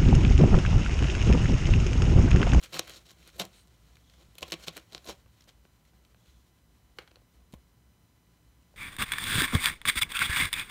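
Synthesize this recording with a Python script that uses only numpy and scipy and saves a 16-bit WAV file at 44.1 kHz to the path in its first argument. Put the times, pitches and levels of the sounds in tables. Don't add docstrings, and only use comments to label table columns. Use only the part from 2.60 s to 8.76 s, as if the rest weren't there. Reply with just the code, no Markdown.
import sys
import numpy as np
from scipy import signal
from scipy.fft import rfft, irfft, next_fast_len
from scipy.io import wavfile
from scipy.ndimage import uniform_filter1d, map_coordinates

SR = 44100
rng = np.random.default_rng(int(sys.argv[2]) if len(sys.argv) > 2 else 0)


def attenuation_scalar(level_db):
    decades = np.asarray(level_db, float) / 20
    return 10 ** decades


def generate_wav(sig):
    pcm = np.round(np.clip(np.atleast_2d(sig).T, -1, 1) * 32767).astype(np.int16)
    wavfile.write(sys.argv[1], SR, pcm)


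N = 271656
SPAN = 4096

# frequency in Hz, density in dB per Hz.
RUMBLE_SPECTRUM = [(15, -65), (25, -40), (38, -19.5), (52, 1), (63, 4), (86, -13), (113, -3), (134, -13),
                   (162, -7.5), (211, -15), (400, -30), (600, -63)]
# frequency in Hz, density in dB per Hz.
HISS_SPECTRUM = [(150, -22.5), (250, -2.5), (500, -9.5), (1000, -11.5), (2000, -16), (4500, -22),
                 (5000, -21), (6500, -23), (10000, -22), (10500, -30), (11500, -21.5), (15600, -24),
                 (15850, -42), (16500, -57)]
# rms level in dB of overtone 1, 2, 3, ..
WHINE_OVERTONES = [-86.5, -88, -87.5, -87.5, -91, -88.5, -91.5, -97.5, -93, -103.5, -93, -101, -94, -100,
                   -100]
# time in seconds, rustle level in dB.
STIR_CURVE = [(0, -55), (.2, -55), (.46, -63.5), (.84, -54.5), (1.01, -65.5), (1.389, -63), (1.7, -66),
              (1.95, -55), (2.2, -59.5), (2.27, -65.5), (2.41, -62), (2.52, -61), (2.62, -65.5),
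              (2.91, -71.5), (3.71, -68.5), (3.93, -72.5), (5.5, -75), (6.16, -70)]
# centre in Hz, width in Hz, level in dB.
CELL_MODES = [(1050, 97, -13.5), (1360, 255, -1), (2455, 880, -3.5), (3064, 330, 1), (4100, 790, -2.5),
              (5570, 210, -1), (6460, 1900, -9)]
# centre in Hz, width in Hz, level in dB.
WALL_MODES = [(169, 46, -3.5), (345, 71, 2), (522, 110, 1.5), (709, 164, -1), (1070, 96, -3.5)]
# frequency in Hz, density in dB per Hz.
SIZZLE_SPECTRUM = [(4120, -37), (7000, -9.5), (10300, -8), (11500, -6), (15200, -10.5), (16100, -27),
                   (16500, -52)]
# start in seconds, peak in dB, pitch in Hz.
TICK_EVENTS = [(.014, -45, 4000), (.3085, -42, 3000), (0.277, -44, 3060), (0.3688, -46, 4340),
               (0.5139, -43.5, 3400), (0.6753, -40.5, 3050), (.6814, -50, 1970), (.757, -54, 7000),
               (0.7646, -48, 3880), (1.0728, -53.5, 7000), (1.7533, -45, 3030), (1.808, -41, 5000),
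               (1.819, -41, 5500), (1.9085, -41, 7000), (1.9974, -49, 2910), (4.9238, -51, 4000),
               (4.929, -48.5, 4000)]
# start in seconds, peak in dB, pitch in Hz.
FIBRE_EVENTS = [(0.057, -39.5, 4470), (.2074, -43, 4160), (0.273, -40, 2030), (.3761, -40, 4040),
                (0.4662, -45, 3870), (0.4942, -42, 4000), (.5064, -36.5, 4100), (.6274, -47, 2120),
                (1.0795, -53, 5500), (1.3547, -46, 3810), (1.368, -45, 2440), (1.4972, -44.5, 4030),
                (1.5368, -47, 1320), (1.901, -36.5, 2500), (2.1082, -47, 1300), (2.3224, -39, 3970),
                (2.3306, -35, 4040), (2.4438, -41, 3960), (2.5486, -54, 1380), (2.807, -43.5, 5660),
                (2.8207, -47, 4050), (2.8398, -49, 6150), (3.251, -52.5, 2520), (3.449, -48, 2920),
                (3.681, -53, 3340)]
# start in seconds, peak in dB, pitch in Hz,
# sizzle in relative dB, t60 in seconds.
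CRACK_EVENTS = [(.0344, -34.5, 6840, -9, 0.066), (.0408, -34.5, 3130, -24, 0.017),
                (.1424, -33, 4120, -19, 0.014), (.167, -27, 1240, -15, 0.0057), (.171, -29, 3940, -19, .01),
                (0.1917, -25, 4300, -5, 0.02), (.193, -12.5, 5740, -6, .003), (.2952, -30.5, 3380, -7, .01),
                (.3024, -32, 2420, -26, 0.018), (.7966, -22.5, 3230, -4, 0.0094),
                (.851, -31.5, 4700, -7, 0.011), (1.7814, -32, 3100, -7, 0.032),
                (1.8272, -18, 2800, -42, 0.02), (1.8796, -37, 3820, -11, .039),
                (1.92, -15, 3840, -18, 0.023), (1.9284, -20, 3040, -21, 0.012),
                (1.9384, -24, 3100, -26, 0.012), (2.0817, -17.5, 4320, -19, 0.0071),
                (2.167, -28.5, 2450, -5.5, 0.018), (2.1764, -31.5, 2070, -5, 0.0068),
                (2.3476, -23.5, 4400, -17, 0.0031), (2.3785, -33, 4280, -18, 0.0089),
                (2.4633, -34, 4100, -30, .012), (4.9366, -40, 2200, -11, 0.035)]
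# start in seconds, hold in seconds, rms level in dB, wall thud in relative dB.
RIP_EVENTS = [(0.027, 0.035, -49, -17), (0.129, .049, -41, -3), (0.187, 0.0095, -39, -2.5),
              (0.216, 0.047, -57.5, -6), (0.273, 0.03, -50, -7.5), (0.309, .075, -54, -9),
              (0.455, 0.075, -62, -8), (0.612, .059, -67.5, -14), (0.667, 0.033, -59.5, -29),
              (0.798, 0.021, -34, -4), (.831, 0.0066, -58, 11), (0.928, 0.086, -65.5, -19),
              (1.582, 0.051, -68, 0.5), (1.822, 0.015, -48.5, 4.5), (1.849, 0.069, -61.5, -0.5),
              (1.927, 0.012, -44.5, 0.5), (2.028, 0.021, -50, -8.5), (2.073, 0.017, -42, -2.5),
              (2.126, 0.077, -59.5, -6), (2.164, 0.018, -52.5, 1.5), (2.291, 0.039, -70.5, -2),
              (2.32, 0.054, -58, 0), (2.47, 0.042, -50, -2), (2.485, 0.018, -44.5, 1),
              (2.505, 0.025, -54.5, 0.5), (2.768, .06, -69.5, -8), (2.879, 0.02, -57, -8),
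              (4.394, 0.046, -68, 2), (3.656, 0.059, -70, -16), (4.789, 0.036, -80.5, 7.5)]
# start in seconds, rms level in dB.
STRAIN_EVENTS = [
    (0.105, -70),
    (0.757, -66.5),
    (.787, -51.5),
    (2.448, -61),
    (4.372, -73),
]
# start in seconds, peak in dB, pitch in Hz, t60 in seconds.
THUMP_EVENTS = [(0.148, -57, 160, 0.056), (0.803, -44, 189, 0.19), (1.685, -49.5, 149, 0.04),
                (1.824, -50, 72.7, 0.11), (1.926, -46, 164, 0.14), (2.073, -48, 162.5, 0.16),
                (2.486, -53, 61, 0.11), (2.66, -53.5, 79.5, 0.065), (2.872, -61, 59.2, 0.061),
                (4.936, -31, 193, 0.018), (4.95, -48.5, 66, 0.14), (5.437, -56.5, 101, 0.063)]
# start in seconds, length in seconds, rms level in dB,
# centre in Hz, octave in relative dB.
SNIFF_EVENTS = [
    (0.931, .11, -67, 4300, 6),
    (1.43, 0.19, -70.5, 3350, -5),
    (3.555, 0.3, -77, 3400, -1),
]
# start in seconds, peak in dB, pitch in Hz,
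# thud in relative dB, t60 in seconds.
TAP_EVENTS = [(2.660, -51.5, 1500, -7, .0093), (2.874, -59.5, 700, 4.5, 0.014),
              (3.051, -47.5, 1500, -5, 0.0062), (3.333, -53, 1090, -26, 0.017),
              (3.545, -47.5, 1990, -25, 0.0098), (4.385, -25.5, 3420, -15.5, 0.025),
              (4.475, -41, 3630, -28, 0.028), (4.5105, -54, 6000, -19, 0.0055),
              (4.514, -46, 4000, -6.5, 0.011), (4.416, -45, 1500, -23, .03),
              (4.557, -41.5, 6260, -16, 0.012), (4.567, -51.5, 700, -1.5, 0.014),
              (4.616, -58, 1200, -4, 0.012), (4.937, -45.5, 700, 0.5, 0.019),
              (6.139, -50, 600, -8.5, 0.017)]
# centre in Hz, width in Hz, level in dB.
HOLLOW_MODES = [(714, 390, -3), (1567, 176, 2.5), (2330, 500, 2.5), (3100, 660, 2.5), (4260, 450, 7),
                (6150, 4500, -4.5)]
# frequency in Hz, t60 in seconds.
ROOM_DECAY = [(200, 0.17), (2000, 0.24), (10000, 0.015)]


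def unit(x):
    return x / np.sqrt(np.mean(x ** 2, axis=-1, keepdims=True) + 1e-20)


def along(points, hz):
    f, v = np.transpose(points)
    return np.interp(np.log(hz + 1), np.log(f + 1), v)


def filtered(x, response):
    m = next_fast_len(x.shape[-1] + SPAN)
    spectrum = rfft(x, m) * response(np.fft.rfftfreq(m, 1 / SR))
    return irfft(spectrum, m)[..., :x.shape[-1]]


def resonances(modes, hz):
    total = 0
    for k, (centre, width, db) in enumerate(modes):
        damping = 1j * hz * width
        total = total + (-1) ** k * attenuation_scalar(db) * damping / (centre * centre - hz * hz + damping)
    return total


def pitched(body, hz, width):
    return lambda f: resonances(body, f) * (0.45 + resonances([(hz, width * hz, 0)], f))


def wobble(rate):
    knots = rng.standard_normal(int(N * rate / SR) + 4)
    return map_coordinates(knots, [np.arange(N) * rate / SR])


def crackle(shape, spiky_db):
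    draw = rng.standard_normal(shape + (2,))
    size = attenuation_scalar(spiky_db * np.clip(draw[..., 1], -3, 2.6))
    return unit(draw[..., 0] * size)


def paper(force, thud_db, sizzle_db, colour):
    def wall(f):
        return resonances(WALL_MODES, f) / (1 + 1j * f / 1500)

    def thin_fibres(f):
        return attenuation_scalar(along(SIZZLE_SPECTRUM, f)) + 0j

    grid = np.linspace(0, SR / 2, SPAN)
    total = 0
    for db, path in [(0, colour), (thud_db, wall), (sizzle_db, thin_fibres)]:
        gain = np.sqrt(np.mean(abs(path(grid)) ** 2, axis=-1, keepdims=True))
        total = total + filtered(attenuation_scalar(db) * force, path) / gain
    return total


def breaks(db, t60):
    t = np.arange(SPAN)[None] / SR
    onset = (1 - np.exp(-t / 0.00053)) ** 2
    force = crackle((len(db), SPAN), spiky_db=3) * attenuation_scalar(-60 * t / np.clip(t60, .002, .2)) * onset
    force += 1.84 * np.exp(-((t - 0.000804) / .00003) ** 2)
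    return attenuation_scalar(db) * force / np.sqrt(np.mean(force[:, :110] ** 2, axis=1, keepdims=True))


def placed(rows, start_s):
    at = np.round(start_s * SR).astype(int) + np.arange(rows.shape[1]) + SPAN
    return np.bincount(at.ravel(), rows.ravel(), N + 3 * SPAN)[SPAN:SPAN + N]


def stir():
    s, rustle_db = np.transpose(STIR_CURVE)
    return np.interp(np.arange(N) / SR, s, rustle_db)


def rumble():
    noise = unit(filtered(rng.standard_normal(N), lambda f: attenuation_scalar(along(RUMBLE_SPECTRUM, f))))
    return attenuation_scalar(-62.5 + 0.11 * (stir() + 67)) * noise


def hiss():
    return attenuation_scalar(-72.0) * unit(filtered(rng.standard_normal(N), lambda f: attenuation_scalar(along(HISS_SPECTRUM, f))))


def whine():
    clock_hz, fold_hz = 1003.3, 661.5
    t = np.arange(N) / SR
    tones = [((k + 1) * clock_hz, db) for k, db in enumerate(WHINE_OVERTONES)]
    tones += [(k * clock_hz + fold_hz, -110 + .8 * k) for k in range(6, 16)]
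    return sum(np.sqrt(2) * attenuation_scalar(db) * np.sin(2 * np.pi * (hz * t + rng.random())) for hz, db in tones)


def rustle():
    scraps = crackle((N,), spiky_db=1.5) * attenuation_scalar(2.5 * wobble(29.89) + 1.3 * wobble(150))
    rubbing = paper(scraps, -4.5, -15.5, lambda f: resonances(CELL_MODES, f))
    return attenuation_scalar(stir() - 5.4) * unit(rubbing)


def snaps():
    # start, peak dB, pitch, wall thud dB, sizzle dB, t60
    rows = [(s, db, hz, -21, sizzle_db, t60) for s, db, hz, sizzle_db, t60 in CRACK_EVENTS]
    rows += [(*row, -27.5, -14.5, 0.016) for row in FIBRE_EVENTS]
    rows += [(*row, -17.5, -1.5, 0.0065) for row in TICK_EVENTS]
    s, db, hz, thud_db, sizzle_db, t60 = np.transpose(rows)[..., None]
    force = breaks(db - 14.5, t60)
    return placed(paper(force, thud_db + 12, sizzle_db + 4, pitched(CELL_MODES, hz, width=.5)), s)


def rips():
    # start, hold, rms dB, wall thud dB, sizzle dB, fall time per 20 dB
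    rows = [(*row, -12, 0.013) for row in RIP_EVENTS]
    rows += [(s, .013, db, 5.5, 0, 0.061) for s, db in STRAIN_EVENTS]
    s, hold, db, thud_db, sizzle_db, fall = np.transpose(rows)[..., None]
    t = np.arange(-SPAN // 2, 2 * SPAN)[None] / SR
    rise_db = np.clip(20 * t / 0.0078, -99, 99)
    fall_db = np.clip(20 * (hold - t) / np.clip(fall, .012, .3), -99, 99)
    swell_db = -10 * np.log10(1 + attenuation_scalar(-2 * rise_db) + attenuation_scalar(-2 * fall_db))
    clumps = unit(uniform_filter1d(rng.standard_normal(swell_db.shape), 60, axis=1))
    force = unit(crackle(swell_db.shape, spiky_db=5) * attenuation_scalar(3.2 * clumps)) * attenuation_scalar(db + swell_db)
    size_hz = 3600 * attenuation_scalar(1.7 * rng.standard_normal(s.shape))
    dying_sizzle_db = sizzle_db + .4 * swell_db * (t > hold)
    torn = paper(force, thud_db, dying_sizzle_db, pitched(CELL_MODES, size_hz, width=1.25))
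    return placed(torn, s - SPAN // 2 / SR)


def thumps():
    s, db, hz, t60 = np.transpose(THUMP_EVENTS)[..., None]
    t = np.arange(2 * SPAN)[None] / SR
    decay = attenuation_scalar(db + 6.0 - 60 * t / t60)
    return placed(decay * np.sin(2 * np.pi * hz * t) * (1 - np.exp(-t / 0.0022)), s)


def sniffs():
    t = np.arange(N) / SR
    out = np.zeros(N)
    for s, length, db, hz, octave_db in SNIFF_EVENTS:
        nose = [(hz, 350, 0), (2 * hz, 1100, octave_db - 6)]
        air = filtered(rng.standard_normal(N), lambda f: resonances(nose, f))
        breath = np.sin(np.pi * np.clip((t - s) / length, 0, 1)) ** .5
        out += attenuation_scalar(db) * breath * unit(air)
    return out


def taps():
    s, db, hz, thud_db, t60 = np.transpose(TAP_EVENTS)[..., None]

    def soft(f):
        return resonances(HOLLOW_MODES, f) / (1 + 1j * f / (0.56 * hz)) ** 2

    return placed(paper(breaks(db - 12, t60), thud_db + 7.0, -22.5, soft), s)


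def room(x):
    hz, t, z = signal.stft(rng.standard_normal(SR // 2), SR, nperseg=256)
    decay = attenuation_scalar(-60 * t / along(ROOM_DECAY, hz)[:, None])
    tail = signal.istft(z * decay, SR, nperseg=256)[1]
    delayed = np.pad(x, (200, 0))
    return signal.fftconvolve(delayed, tail / np.linalg.norm(tail))[:N]


def scene():
    background = rumble() + hiss() + rustle()
    bed = snaps() + rips()
    knocks = taps()
    reverberation = room(attenuation_scalar(-18.5) * bed + attenuation_scalar(-15.5) * knocks)
    return (background + bed + thumps() + sniffs() + knocks + reverberation)[None]


def top_cut(x):
    return signal.sosfilt(signal.butter(12, 16650, fs=SR, output="sos"), x)


def record(dry):
    mix = filtered(dry + whine(), lambda f: f < 16500)
    return top_cut(mix)


dry = scene()
out = record(dry)
generate_wav(out)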